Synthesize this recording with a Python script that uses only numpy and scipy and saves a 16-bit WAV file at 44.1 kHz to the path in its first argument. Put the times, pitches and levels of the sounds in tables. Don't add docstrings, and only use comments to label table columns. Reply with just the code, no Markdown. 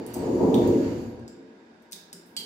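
import sys
import numpy as np
from scipy import signal
from scipy.fft import rfft, irfft
from scipy.io import wavfile

SR = 44100
rng = np.random.default_rng(int(sys.argv[2]) if len(sys.argv) > 2 else 0)


def file_out(sig):
    cols = np.atleast_2d(sig).T
    lim = np.clip(cols, -1, 1)
    pcm = np.round(lim * 32767).astype(np.int16)
    wavfile.write(sys.argv[1], SR, pcm)


def linear_from_db(decibels):
    return 10 ** (np.asarray(decibels, float) / 20)


N = 108045

# t/s, level/dB, centre f/Hz, half spread/octaves, grind time constant/s,
# knock f/Hz, knock level re grind/dB, its ring re knock/dB, plate level re touch/dB, left minus right/dB
TOUCHES = [(0.0646, -28, 9800, 0.6, 0.0013, 8260, -10, -27, -23, -4.5),
           (.137, -37, 13000, 0.24, 0.00091, 11800, 1, -51, -43.5, -14),
           (0.141, -27.5, 8700, 0.94, 0.004, 8060, 3, -23, -42.5, -1.5),
           (0.543, -28, 8050, 1.2, 0.0035, 3580, 13.5, -32, -39, -1.5),
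           (0.6755, -31.5, 11200, 0.64, 0.0016, 6400, -3, -30, -29, -2),
           (1.195, -55, 6000, 0.68, .002, 5800, -10, -22, -35, -3),
           (1.279, -40.5, 6940, 0.23, 0.0026, 5050, 7.5, -36, -23, -1),
           (1.821, -59.5, 9100, 0.88, 0.0073, 8400, -10, -30, -37, -3),
           (1.912, -46.5, 7900, .8, 0.011, 6200, -10, -33, -37, -5),
           (1.9218, -26.5, 7450, 1.1, 0.0027, 5340, 2, -28, -24, 3.5),
           (1.93, -28, 5900, 0.77, 0.0025, 3700, 0, -25, -41, -9),
           (2.129, -28, 8300, 0.46, 0.0026, 5200, 0.5, -27, -25, -1.5),
           (2.259, -57, 11460, 0.77, 0.055, 8000, -8, -30, -20, -2),
           (2.3658, -24, 4900, 0.92, 0.0049, 8500, 7, -35, 5.5, -5)]
# f/Hz, width/Hz, relative level/dB, t60/s
PLATE_MODES = [(2820, 290, -10, 0.12), (3210, 120, 2.5, 0.12), (3077, 110, 4.5, 0.1), (3800, 320, -13, .15),
               (4130, 250, 0.5, 0.17), (4620, 260, 8, 0.12), (5260, 400, -6, 0.064), (6930, 100, -10, .15),
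               (7800, 88, -6, 0.13), (10300, 200, -15, 0.59), (11420, 60, -24, 0.26),
               (11820, 51, -5, 0.099), (12600, 40, -16, .2), (13110, 52, -16, .4), (13500, 40, -25, .4),
               (14570, 70, -9, 0.088)]
# f/Hz, relative level/dB, t60/s
WALL_MODES = [(173.3, -2, 0.58), (207, -8.5, 0.45), (243, 1.5, 0.24), (390.7, -1, 0.29)]
# t/s, level/dB
WALL_THUDS = [(1.926, -51.5), (2.128, -46.5), (2.37, -45.5)]
# f/Hz, t60/s
BATHROOM_T60 = [(300, 1), (2000, 0.66), (5000, 0.52), (10000, 0.27), (16000, 0.39)]
# t/s, bass level/dB, body level/dB, upper body level/dB
RUMBLE_LEVELS = [(0.0, -51, -36, -47), (0.14, -48.5, -39.5, -54.5), (0.17, -47, -27.5, -42.5),
                 (0.2, -37.5, -28, -46.5), (0.27, -43, -23.5, -39.5), (0.37, -37, -23.5, -41.5),
                 (0.4, -40, -25, -33.5), (0.43, -33, -17, -31.5), (0.51, -37, -20.5, -34.5),
                 (0.57, -36, -16, -33), (0.67, -31.5, -19, -37.5), (0.78, -35, -20.5, -41),
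                 (0.81, -44, -20.5, -45), (0.85, -35, -26.5, -43), (1.25, -49.5, -43, -57.5),
                 (1.52, -80, -50, -65.5), (2.13, -76, -64.5, -65), (2.45, -75, -51, -61)]
# t/s, lower treble level/dB, upper treble level/dB
HISS_LEVELS = [(0.0, -60.5, -68), (0.124, -54, -68), (0.242, -52, -58), (0.324, -55, -59.5),
               (0.642, -52.5, -54.5), (0.844, -51.5, -58), (1.032, -58.5, -62), (1.408, -76, -99),
               (1.5, -94, -92)]
# f/Hz, relative level per Hz/dB
BASS_COLOUR = [(12, -63), (20, -56), (37, -20), (59, -14.5), (86, -2.5), (124, 3), (140, -7), (180, -26),
               (310, -120)]
BODY_COLOUR = [(76, -42.5), (130, -15.5), (227, -2.5), (352, -3), (403, -6.5), (480, -8), (650, -24.5),
               (840, -39), (1430, -120)]
UPPER_BODY_COLOUR = [(350, -21), (600, 0.5), (690, 0), (792, 1.5), (959, -3), (1300, -17), (1690, -66),
                     (2860, -120)]
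LOWER_TREBLE_COLOUR = [(710, -16), (1200, -5.5), (1530, -4), (1630, -4.5), (2890, -11.5), (3340, -15),
                       (4160, -13.5), (4550, -10), (6200, -22), (8060, -47), (13600, -120)]
UPPER_TREBLE_COLOUR = [(3530, -14), (6000, -5.5), (6910, -1.5), (8850, -18), (10900, -13), (12800, -23.5),
                       (13100, -8.5), (13900, -16), (15800, -30)]
# f/Hz, width/Hz, lift/dB
ROOM_BOOMS = [(55.8, 7.6, 6.5), (98, 5, -1), (177.6, 4, 6.5), (219, 4.6, -3.5), (233.2, 5.6, 16.5),
              (269.8, 5.1, 11), (345.94, 4.4, 11), (360, 29, 3), (369, 12, 3), (442.5, 4.9, 14.5),
              (491.5, 6.9, 10.5), (550, 6.3, 13.5), (618.6, 9.8, 11.5), (717, 7.2, 2), (773, 9.2, 4.5),
              (867, 6, 9), (936, 10, 11), (975, 12, 9.5)]
# f/Hz, width/Hz, lift/dB
HISS_WHISTLES = [(2870, 60, 5), (4600, 90, 7), (6260, 60, 5), (6900, 90, 7), (13500, 130, 9)]
# t/s, f/Hz, level/dB
WHISTLE_GLIDE = [(.3, 10800, -89), (.35, 10800, -61), (.45, 10800, -74), (.63, 10860, -71),
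                 (.85, 10950, -74), (1.0, 11150, -74), (1.11, 11550, -73), (1.16, 10600, -78),
                 (1.19, 10000, -93)]
# f/Hz, relative level per Hz/dB
ROOM_TONE_COLOUR = [(12, -78), (20, -35), (93, -12), (133, -20.5), (233, 2.5), (308, -1), (365, 1),
                    (586, -12.5), (819, -23), (942, -12.5), (1210, -16), (1430, -12), (2240, -17.5),
                    (2500, -18.5), (3910, -27.5), (4760, -22), (15800, -55.5)]
# f/Hz, width/Hz, lift/dB
ROOM_TONE_HUMS = [(201, 6.8, 3), (264, 29, -7.5), (375, 15, -8), (462, 23, -3), (696, 44, 4),
                  (935, 40, 9.5), (1455, 14.4, 11), (1630, 90, 9.5), (3700, 220, 10), (5200, 340, 0.5),
                  (7350, 130, 10)]
# f/Hz, left-right likeness (1 is mono, 0 unrelated)
STEREO_LIKENESS = [(60, 0.96), (130, 0.94), (290, 0.96), (640, 0.55), (1410, -0.086), (3100, -0.01),
                   (6820, 0.0027), (15000, 0.11)]
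# f/Hz, left minus right/dB
STEREO_LEAN = [(60, -4), (150, 1), (380, 0), (950, 2.5), (2380, -7.5), (5980, -1.5), (15000, -3.5)]

SKIRT_DB = -13.5
KNOCK_T60_S, KNOCK_RING_T60_S, KNOCK_RING_WIDTH_HZ = .007, 0.42, 190
PLATE_TRIM_DB, PLATE_SINE_DB = -16, -2.5
RIGHT_LAG_S, PLATE_LAG_S = .000342, .00012
WALL_RISE_S, WALL_MODE_WIDTH_HZ = 0.031, 9.2
TAIL_DB, ECHO_S, ECHO_DB = -0.5, .005, -9
FLICKER_DB, FLICKER_PER_S = 1.5, 9.07
HISS_FADE_DB_PER_S = 31.5
GLIDE_WIDTH_HZ, GLIDE_FLICKER_DB, GLIDE_FLICKER_PER_S = 190, 3, 6.7
ROOM_TONE_DB = -58
TOP_HZ = 15850


def taps():
    out = np.zeros((2, N + SR))
    right_lag = int(RIGHT_LAG_S * SR)
    for s, db, centre_hz, spread, grind_s, knock_hz, knock_db, ring_db, plate_db, pan_db in TOUCHES:
        tip = grind(centre_hz, spread, grind_s) + linear_from_db(knock_db) * knock(knock_hz, ring_db)
        plate = plate_ring()
        for side, sign in enumerate((1, -1)):
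            pan = sign * pan_db / 2
            at = int(s * SR) + side * right_lag
            out[side, at:at + len(tip)] += tip * linear_from_db(db + pan) / 2
            at = int((s + side * PLATE_LAG_S) * SR)
            out[side, at:at + len(plate)] += plate * linear_from_db(db + plate_db + pan) / 2
    return out[:, :N]


def grind(centre_hz, spread, time_constant_s):
    def hump(hz):
        octaves = np.log2((hz + 1) / centre_hz) / spread
        return linear_from_db(SKIRT_DB) * (hz > 1200) + 1 / (1 + octaves ** 4)
    return dying(hump, np.log(1000) * time_constant_s)


def knock(hz, ring_db):
    ring = dying(peak(hz, KNOCK_RING_WIDTH_HZ), KNOCK_RING_T60_S)
    return struck(hz, KNOCK_T60_S) + linear_from_db(ring_db) * ring


def plate_ring():
    out = 0
    for hz, width, level_db, t60 in PLATE_MODES:
        mode = dying(peak(hz, width), t60) + linear_from_db(PLATE_SINE_DB) * struck(hz, t60)
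        out = out + linear_from_db(level_db + PLATE_TRIM_DB) * mode
    return out


def thuds():
    out = np.zeros(N + SR)
    for s, db in WALL_THUDS:
        thud = sum(linear_from_db(level_db) * dying(peak(hz, WALL_MODE_WIDTH_HZ), t60)
                   for hz, level_db, t60 in WALL_MODES)
        rise = 1 - np.exp(-np.arange(len(thud)) / SR / WALL_RISE_S)
        out[int(s * SR):][:len(thud)] += linear_from_db(db) * thud * rise
    return out[:N]


def bathroom(x):
    t, tail = np.arange(SR) / SR, 0
    edges = 100 * 2. ** np.arange(0, 7.6, .5)
    for low, high in zip(edges, edges[1:]):
        sos = signal.butter(2, [low, high], "band", fs=SR, output="sos")
        band = signal.sosfilt(sos, rng.standard_normal((2, SR)))
        tail = tail + band * linear_from_db(-60 * t / at_hz(BATHROOM_T60, np.sqrt(low * high)))
    tail = tail / np.sqrt(np.sum(tail ** 2) / 2)
    tail = linear_from_db(TAIL_DB) * tail * np.minimum(t / ECHO_S, 1)
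    tail[:, int(ECHO_S * SR)] += linear_from_db(ECHO_DB)
    return signal.fftconvolve(x, tail, axes=1)[:, :N]


def rumble():
    return swelling_bands(RUMBLE_LEVELS, (BASS_COLOUR, BODY_COLOUR, UPPER_BODY_COLOUR))


def hiss():
    return swelling_bands(HISS_LEVELS, (LOWER_TREBLE_COLOUR, UPPER_TREBLE_COLOUR), HISS_FADE_DB_PER_S)


def gliding_whistle():
    t = np.arange(N) / SR
    s, hz, db = np.transpose(WHISTLE_GLIDE)
    sos = signal.butter(2, GLIDE_WIDTH_HZ / 2, fs=SR, output="sos")
    in_phase, quadrature = rms_one(signal.sosfilt(sos, rng.standard_normal((2, 2, N))))
    phase = 2 * np.pi * np.cumsum(np.interp(t, s, hz)) / SR
    level = np.interp(t, s, db) + GLIDE_FLICKER_DB * drift(GLIDE_FLICKER_PER_S)
    return linear_from_db(level) * (in_phase * np.cos(phase) + quadrature * np.sin(phase))


def room_tone():
    return linear_from_db(ROOM_TONE_DB) * coloured(ROOM_TONE_COLOUR, ROOM_TONE_HUMS)


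def swelling_bands(rows, colours, end_fade_db_per_s=0):
    out, t = 0, np.arange(N) / SR
    s, *levels = np.transpose(rows)
    fade = end_fade_db_per_s * np.maximum(t - s[-1], 0)
    for db, colour in zip(levels, colours):
        level = np.interp(t, s, db) - fade + FLICKER_DB * drift(FLICKER_PER_S)
        out = out + linear_from_db(level) * coloured(colour, ROOM_BOOMS + HISS_WHISTLES)
    return out


def coloured(spectrum, lifts):
    hz = np.arange(N // 2 + 1) * SR / N
    lift = sum(db * peak(f, width)(hz) for f, width, db in lifts)
    alike = np.clip(at_hz(STEREO_LIKENESS, hz), -.99, .99)
    mid, side = rfft(rng.standard_normal((2, N))) * linear_from_db(at_hz(spectrum, hz) + lift)
    pair = np.sqrt(1 + alike) * mid + np.sqrt(1 - alike) * side * [[1], [-1]]
    lean = linear_from_db(at_hz(STEREO_LEAN, hz) / 2 * [[1], [-1]])
    out = irfft(pair * lean, N)
    return out / np.sqrt(np.mean(out.mean(axis=0) ** 2))


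def dying(shape, t60):
    span = SR // 2
    spectrum = rfft(rng.standard_normal(span)) * shape(np.arange(span // 2 + 1) * SR / span)
    return rms_one(irfft(spectrum, span)) * linear_from_db(-60 * np.arange(span) / SR / t60)


def struck(hz, t60):
    t = np.arange(SR // 2) / SR
    return np.sin(2 * np.pi * hz * t) * linear_from_db(-60 * t / t60)


def peak(centre_hz, width_hz):
    return lambda hz: 1 / (1 + (2 * (hz - centre_hz) / width_hz) ** 2)


def drift(rate):
    knots = rng.standard_normal(200)
    return np.interp(np.arange(N) / SR * rate, np.arange(len(knots)), knots)


def rms_one(x):
    return x / np.sqrt(np.mean(x ** 2) + 1e-20)


def at_hz(points, hz):
    table_hz, values = np.transpose(points)
    return np.interp(np.log(hz + 1), np.log(table_hz), values)


def scene():
    tip = taps()
    return tip + bathroom(tip) + thuds() + rumble() + hiss() + gliding_whistle() + room_tone()


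def top_cut(x):
    return signal.sosfilt(signal.butter(12, 16750, fs=SR, output="sos"), x)


def record(dry):
    low_pass = signal.ellip(8, .5, 25, TOP_HZ, fs=SR, output="sos")
    mix = signal.sosfilt(low_pass, dry)
    return top_cut(mix)


dry = scene()
out = record(dry)
file_out(out)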